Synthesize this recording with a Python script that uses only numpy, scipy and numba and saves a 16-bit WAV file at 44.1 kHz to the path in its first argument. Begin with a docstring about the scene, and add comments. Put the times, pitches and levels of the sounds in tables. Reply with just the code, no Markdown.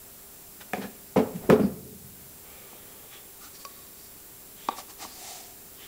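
"""Cardboard drum lid knocked down, open drum explored by hand

A cardboard drum's lid scrapes, clacks and thumps as it is set down in a small room: blows ring damped modes.
Then a hand reaches into the open drum, nudges a plastic cup, taps the wall and slides along it:
light blows ring fewer modes, and friction is noise made of tiny slips around a chatter pitch.
A faint hum fills the room; a small mono recorder adds hiss and whine and ducks after the thumps.
"""
import sys
import numpy as np
from scipy import signal
from scipy.fft import rfft, irfft, next_fast_len
from scipy.io import wavfile
from scipy.ndimage import uniform_filter1d, minimum_filter1d
from numba import njit

SR = 44100
rng = np.random.default_rng(int(sys.argv[2]) if len(sys.argv) > 2 else 0)


def wav_out(sig):
    """Save sig, one row per channel (or a flat mono array), as 16-bit PCM at SR to the path in sys.argv[1]."""
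    wavfile.write(sys.argv[1], SR, np.round(np.clip(np.atleast_2d(sig).T, -1, 1) * 32767).astype(np.int16))


N = 258867
TIME = np.arange(N) / SR  # s
RING = TIME[:SR]  # one second, the longest that a single contact sounds

# All levels in the tables are relative; each source sets its own balance.
# blows on the lid; spot_hz is the pitch that the struck spot favours:
# start_s, thump_db, contact_hz (corner), clack_db (rim), spot_hz
LID_BLOWS = [(0.734, -23, 1540, -12.5, 715), (0.7806, -24, 800, -33, 211), (0.837, -28.5, 900, -38, 213),
             (1.160, -9.5, 1160, -52, 565), (1.169, -8, 1070, -22, 195), (1.187, -14, 910, -42, 260),
             (1.4905, -4, 322, -62, 375), (1.4996, 1, 1020, -7, 403), (1.5053, -2.5, 1430, -16, 1310),
             (1.512, -2, 400, -32, 190), (1.521, -4, 506, -40, 440), (1.5961, -7, 620, -25.5, 211),
             (1.634, -4, 336, -54, 196)]
# modes of the lid's stiff rim: pitch_hz, level_db, t60_s
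RIM_MODES = [(237, 10.5, 0.028), (544, 7, 0.048), (733, 8, 0.048), (1236, -0.5, 0.03), (1720, 11.5, 0.013),
             (2120, -1.5, 0.026), (2420, 1.5, 0.019), (3480, -14, 0.047)]
# modes of the drum's wall and the air inside: pitch_hz, level_db, t60_s
WALL_MODES = [(215, -14.5, 0.052), (304, -6, 0.016), (486, -13.5, 0.036), (597, -11, 0.027),
              (710, -8.5, 0.029), (770, -6.5, 0.046), (920, -5, 0.029), (1146, -1.5, 0.036),
              (1320, -1.5, 0.0058), (1830, -23, 0.028), (2390, -19.5, 0.03), (3480, -15, 0.032),
              (4630, -20, 0.042), (7300, -31, .015)]
# modes of the plastic cup: pitch_hz, level_db, t60_s
CUP_MODES = [(557, 1.5, 0.063), (1116, 1, 0.1), (2520, 0, .015), (3730, -16, .03), (4660, 3, 0.035),
             (4800, -3, 0.014), (5700, 3, 0.017), (6800, -14, .012)]
# friction noise of the lid's edge: frequency_hz, density_db (per Hz)
EDGE_FRICTION = [(100, -2), (400, 2), (800, 4), (1100, 0), (1700, 0), (2400, -2), (3200, -5), (5200, -11),
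                 (8000, -17.5), (16000, -22)]
# friction noise of skin: frequency_hz, density_db (per Hz)
SKIN_FRICTION = [(100, -18), (300, 12), (1000, -4), (1700, 7), (3500, 5.5), (4700, 7), (7500, 7),
                 (10000, 0), (16000, -8)]


def undb(db):
    """Amplitude ratio: twenty decibels make a factor of ten."""
    return 10 ** (np.asarray(db) / 20)


def unit(x):
    """Normalisation: scale to an rms of one."""
    return x / np.sqrt(np.mean(x ** 2))


def along(hz, table, axis=1):
    """Interpolation: read one column of a table on a log-frequency axis."""
    table = np.array(table)
    return np.interp(np.log(hz + 1), np.log(table[:, 0]), table[:, axis])


def shape(x, gain):
    """Linear filtering: multiply the spectrum by a gain that is a function of frequency."""
    size = next_fast_len(len(x))
    freq = np.fft.rfftfreq(size, 1 / SR)
    return irfft(rfft(x, size) * gain(freq), size)[:len(x)]


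def colour(x, spectrum):
    """Spectral shaping: weight a signal by a (Hz, dB) curve and give it an rms of one."""
    return unit(shape(x, lambda hz: undb(along(hz, spectrum))))


def add(track, s, sound):
    """Superposition: mix a sound in from a given time on."""
    start = max(int(s * SR), 0)
    track[start:start + len(sound)] += sound[:N - start]


def modes(table, scatter_db=3.0):
    """Modal ringing: damped sines, neighbours starting in opposite directions, no two blows alike."""
    hz, db, t60 = np.array(table).T[:, :, None]
    gain = undb(db + scatter_db * rng.standard_normal(db.shape))
    gain[1::2] *= -1
    decay = undb(-60 * RING / t60)
    ringing = np.sum(gain * decay * np.sin(2 * np.pi * hz * RING), axis=0)
    return ringing / np.sum(undb(db))


def tail(table, t):
    """Diffuse decay: noise that dies away at its own pace in each half octave; unit energy."""
    noise = rfft(rng.standard_normal(len(t)))
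    freq = np.fft.rfftfreq(len(t), 1 / SR)
    out = 0
    for hz in 45 * 2 ** (np.arange(18) / 2):
        # triangular bands on an octave axis, crossing over into their neighbours
        window = np.maximum(1 - 2 * np.abs(np.log2((freq + 1) / hz)), 0)
        band = irfft(noise * window, len(t))
        decay = np.exp(-np.log(1000) * t / along(hz, table, axis=2))
        out = out + band * undb(along(hz, table)) * decay
    return out / np.sqrt(np.sum(out ** 2))


def soften(x, hz):
    """Contact stiffness: a softer contact pushes for longer and excites less treble."""
    return signal.sosfilt(signal.butter(2, min(hz, SR / 3), fs=SR, output="sos"), x)


def radiate(x, hz):
    """Acoustic short circuit: air slips round a small panel, so its deepest bass is lost."""
    return signal.sosfilt(signal.butter(2, hz, "high", fs=SR, output="sos"), x)


def resonate(x, hz, q):
    """Resonance: one band-pass peak with a gain of one at its centre."""
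    return signal.lfilter(*signal.iirpeak(hz, q, fs=SR), x)


def crack(decay_s):
    """Impact noise: the brief broadband crush of fibres at the contact."""
    return rng.standard_normal(len(RING)) * np.exp(-RING / decay_s)


def slips(grain_db):
    """Stick-slip friction: a second of tiny slips under a grip that changes every 64 samples."""
    steps = np.repeat(rng.standard_normal(len(RING)), 64)[:len(RING)]
    return undb(grain_db * steps) * rng.standard_normal(len(RING))


def lid_knocks(crack_db=-16, clack_db=7):
    """Impact: each blow booms in the panel, clacks the rim, and rebounds weaker and softer."""
    # the lid rocks back once onto its far side
    rebound_s, rebound_scatter, rebound_db = .03, 0.0614, -12
    rebound_softness, rebound_hz = 0.62, 397  # factor on the contact corner; favoured pitch
    out = np.zeros(N)
    for s, thump_db, contact_hz, rim_db, spot_hz in LID_BLOWS:
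        rim = undb(clack_db) * modes(RIM_MODES) + undb(crack_db) * crack(decay_s=0.0019)
        thump = soften(panel(spot_hz), contact_hz)
        add(out, s, undb(thump_db) * thump + undb(rim_db) * radiate(rim, hz=394))
        gap_s = rebound_s * np.exp(rebound_scatter * rng.standard_normal())
        rebound = soften(panel(rebound_hz), contact_hz * rebound_softness)
        add(out, s + gap_s, undb(thump_db + rebound_db) * rebound)
    return out


def panel(spot_hz, dense_db=10, panel_db=7, spot_db=8.5):
    """Plate vibration: the lid's boom, coloured by the spot where it is struck."""
    # the lid's panel, booming when knocked: pitch_hz, level_db, t60_s
    low_modes = [(63, -3.5, 0.066), (88.8, -11, 0.2), (120.5, -13, 0.17), (196.5, 1, 0.12),
                 (226.9, -10.5, 0.23), (261.6, -4.5, 0.17), (357, -5.5, 0.052), (383, -6, 0.12),
                 (431.8, -3, 0.16), (499.5, -3.5, 0.11), (605, -1.5, 0.041), (850, -2.5, 0.033),
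                 (1007, -7.5, 0.046), (1296, -8, 0.023), (1760, -15.5, 0.079), (2220, -7, 0.063)]
    # its crowded, damped higher modes: frequency_hz, density_db (per Hz), t60_s
    crowded_modes = [(45, -46, .3), (113, -6.5, 0.82), (208, -17, 0.81), (310, -10, 0.46), (497, 0.5, 0.3),
                     (1000, -8, 0.42), (2500, -21, 0.53), (4200, -35, 0.079), (10000, -44, .08),
                     (16000, -26, .04)]
    body = undb(panel_db) * radiate(modes(low_modes), hz=102)
    body[:SR // 3] += undb(dense_db) * tail(crowded_modes, RING[:SR // 3])
    # lift the favoured pitch by spot_db
    return body + (undb(spot_db) - 1) * resonate(body, spot_hz, q=3.2)


def edge_drag(grain_db=2.0):
    """Sliding friction: the lid's edge skids after every blow, louder for a harder contact."""
    # level against the thump, for a contact corner at ref_hz
    drag_db, db_per_octave, ref_hz = -24.5, 7, 996
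    rise_s, fall_s = 0.0038, 0.024
    out = np.zeros(N)
    skid = (1 - np.exp(-RING / rise_s)) * np.exp(-RING / fall_s)
    for s, thump_db, contact_hz, _, _ in LID_BLOWS:
        db = thump_db + drag_db + db_per_octave * np.log2(contact_hz / ref_hz)
        add(out, s, undb(db) * skid * colour(slips(grain_db), EDGE_FRICTION))
    return out


def rubs(table, grit, ring, ring_db, grain_db, chatter_db, rise_share, chatter_q=4.6):
    """Stick-slip: uneven slips bunch around a chatter pitch and ring the rubbed object."""
    bluntness = 1.66  # of the peak in speed: each stroke speeds up and slows down again
    out, t = np.zeros(N), RING - .5
    for s, length, db, tilt_db, chatter_hz in table:
        force = slips(grain_db)
        body = unit(signal.fftconvolve(force, modes(ring))[:len(t)])
        sound = colour(force, grit) + undb(ring_db) * body
        sound = unit(shape(sound, lambda hz: undb(tilt_db * np.log2(np.clip(hz, 300, 8000)))))
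        chatter = resonate(force, chatter_hz, chatter_q)
        chatter = unit(resonate(chatter, chatter_hz, chatter_q))
        width = length * np.where(t < 0, rise_share, 1 - rise_share)
        speed = np.exp(-.5 * np.abs(t / width) ** bluntness)
        add(out, s - .5, undb(db) * speed * (sound + undb(chatter_db) * chatter))
    return out


def lid_scrapes():
    """Sliding friction: the lid's edge drags between blows and rings its rim."""
    # peak_s, length_s, level_db, tilt_db_per_octave, chatter_hz
    strokes = [(0.612, 0.014, -42.5, 2, 1500), (0.755, 0.034, -41.5, 0, 2270),
               (0.827, 0.032, -39.5, 0.5, 1740), (1.442, 0.063, -42, -7, 406), (1.63, .05, -40, -4, 4790)]
    return rubs(strokes, EDGE_FRICTION, RIM_MODES, ring_db=-20, grain_db=1.0, chatter_db=-9.5,
                rise_share=0.32)


def lid_groan():
    """Stick-slip at a low pitch: the lid's edge drags with a low groan, mostly chatter."""
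    # peak_s, length_s, level_db, tilt_db_per_octave, chatter_hz
    strokes = [(1.361, .03, -53.5, 4, 183)]
    return rubs(strokes, EDGE_FRICTION, RIM_MODES, ring_db=-24, grain_db=0.0, chatter_db=17.5,
                rise_share=0.3)


def taps(table, ring, ring_db, crack_db, low_hz):
    """Impact: light blows ring the modes of one object."""
    out = np.zeros(N)
    for s, db, contact_hz in table:
        blow = undb(ring_db) * modes(ring) + undb(crack_db) * radiate(crack(decay_s=0.0033), hz=1900)
        add(out, s, undb(db) * soften(blow, contact_hz))
    return radiate(out, low_hz)


def wall_taps():
    """Impact: fingers tap the drum's wall."""
    # start_s, level_db, contact_hz (corner)
    blows = [(2.728, -26, 520), (2.751, -36, 494), (4.6865, -9, 3020), (4.736, -38, 2000),
             (4.784, -32, 2500), (5.049, -28, 1800)]
    return taps(blows, WALL_MODES, ring_db=8.5, crack_db=-8.5, low_hz=150)


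def cup_taps():
    """Impact: bright, hard contacts nudge the plastic cup."""
    # start_s, level_db, contact_hz (corner)
    blows = [(3.509, -44, 5900), (3.6505, -24.5, 8950)]
    return taps(blows, CUP_MODES, ring_db=4.5, crack_db=-7, low_hz=300)


def wall_rubs():
    """Sliding friction: skin slides on the wall and rings it."""
    # peak_s, length_s, level_db, tilt_db_per_octave, chatter_hz
    strokes = [(3.445, 0.053, -47.5, 0.5, 1290), (4.788, 0.033, -40.5, 1, 755),
               (4.905, 0.029, -47.5, 0, 1100), (5.028, 0.042, -38.5, -0.3, 750),
               (5.11, 0.13, -52.5, 1.5, 4670), (5.29, 0.2, -42.5, 2, 725)]
    return rubs(strokes, SKIN_FRICTION, WALL_MODES, ring_db=-9.5, grain_db=1.0, chatter_db=-6.0,
                rise_share=0.45)


def cup_scuffs():
    """Sliding friction: the cup slides under the fingers and rings."""
    # peak_s, length_s, level_db, tilt_db_per_octave, chatter_hz
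    strokes = [(3.556, 0.024, -49, 3.5, 4630), (3.613, 0.032, -49, 4, 4650), (3.75, 0.21, -57, -0.5, 3800),
               (4.02, .08, -55, 7, 4760)]
    return rubs(strokes, SKIN_FRICTION, CUP_MODES, ring_db=-2, grain_db=1, chatter_db=-9,
                rise_share=0.41)


def sleeve_rubs():
    """Sliding friction: the sleeve brushes past the wall."""
    # peak_s, length_s, level_db, tilt_db_per_octave, chatter_hz
    strokes = [(2.52, 0.2, -54, -2.5, 2320), (2.8, 0.53, -56.5, -4, 3270), (3.136, 0.049, -48, 0, 3400),
               (4.625, 0.13, -51.5, 3, 3360), (4.712, 0.019, -41.5, -4, 3730), (5.82, .1, -50.5, 2, 3200)]
    # friction noise of cloth: frequency_hz, density_db (per Hz)
    cloth_friction = [(100, -31), (500, 8), (900, -2.5), (2300, 5), (3500, 5), (4400, -3), (8000, -7),
                      (16000, -68)]
    return rubs(strokes, cloth_friction, WALL_MODES, ring_db=-10, grain_db=1.0, chatter_db=-12,
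                rise_share=0.27)


def room_echo(source, level_db=-8):
    """Reverberation: convolve with two seconds of noise that decays at each band's own rate."""
    # frequency_hz, density_db (per Hz), t60_s
    room = [(60.4, 2, 2.9), (120, 1.5, 1.63), (231, -3, 0.88), (476, 4.5, 0.73), (1050, 2.5, 0.33),
            (3000, 2, 0.83), (7950, -2, 0.38), (16000, 17.5, 0.21)]
    return undb(level_db) * signal.fftconvolve(source, tail(room, TIME[:2 * SR]))[:N]


def background(room_tone_db=-54):
    """Coloured noise and frequency modulation: room rumble, mains hum, the recorder's unsteady whine."""
    # steady room tone: frequency_hz, density_db (per Hz)
    room_tone = [(20, -4.5), (60, -0.5), (130, -3), (250, -2), (480, -6.5), (650, -8.5), (1200, -11.5),
                 (3000, -16), (16000, -24)]
    # hum and whine, level and wander as rms: pitch_hz, level_db, wander_hz, wanders_per_s
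    tones = [(399.4, -64, 0.47, 5.6), (704, -73, 0.55, 27), (7595, -62, 48, 190), (15300, -59, 130, 510)]
    out = undb(room_tone_db) * colour(rng.standard_normal(N), room_tone)
    for hz, db, wander_hz, rate in tones:
        pitch = hz + wander_hz * unit(soften(rng.standard_normal(N), rate / 2))
        phase = 2 * np.pi * np.cumsum(pitch) / SR
        out += undb(db) * np.sqrt(2) * np.sin(phase)
    return out


def scene():
    """Superposition: lid, hand, their shared echo (the hand feeds it 1 dB less) and background."""
    lid = lid_knocks() + edge_drag() + lid_scrapes() + lid_groan()
    hand = wall_taps() + cup_taps() + wall_rubs() + cup_scuffs() + sleeve_rubs()
    echo = room_echo(lid + undb(-1.0) * hand)
    mono = lid + hand + echo + background()
    return np.array([mono, mono])


@njit
def follow(x, attack, release):
    """Envelope detection: one-pole smoothing with separate rates for rising and sinking."""
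    out, e = np.empty(len(x)), 0.
    for i in range(len(x)):
        e += (x[i] - e) * (attack if x[i] > e else release)
        out[i] = e
    return out


def record(dry, attack_s=0.15, release_s=0.46, knee_db=-27, squeeze=0.68, hiss_db=-46.5, top_hz=15720):
    """Compression: gain ducks after loud blows, a fast limiter holds peaks, hiss joins, the top is cut."""
    # the recorder's hiss: frequency_hz, density_db (per Hz)
    hiss_spectrum = [(20, -53), (2000, -17), (4000, -11), (6500, -7), (9000, -4), (12000, -1.5), (15000, 0),
                     (16000, -0.5)]
    loudness = follow(np.abs(dry[0]), 1 / (attack_s * SR), 1 / (release_s * SR))
    ducked = dry * np.maximum(loudness / undb(knee_db), 1) ** -squeeze
    peaks = follow(np.abs(ducked[0]), 1., 1 / (.015 * SR))
    headroom = np.minimum(.52 / (peaks + 1e-9), 1)
    # the limiter eases in just ahead of each peak
    limited = ducked * uniform_filter1d(minimum_filter1d(headroom, size=129), size=129)
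    hiss = undb(hiss_db) * colour(rng.standard_normal(N), hiss_spectrum)
    steep_cut = signal.ellip(12, .2, 80, top_hz, fs=SR, output="sos")
    return signal.sosfilt(steep_cut, limited + hiss)


dry = scene()
out = record(dry)
wav_out(out)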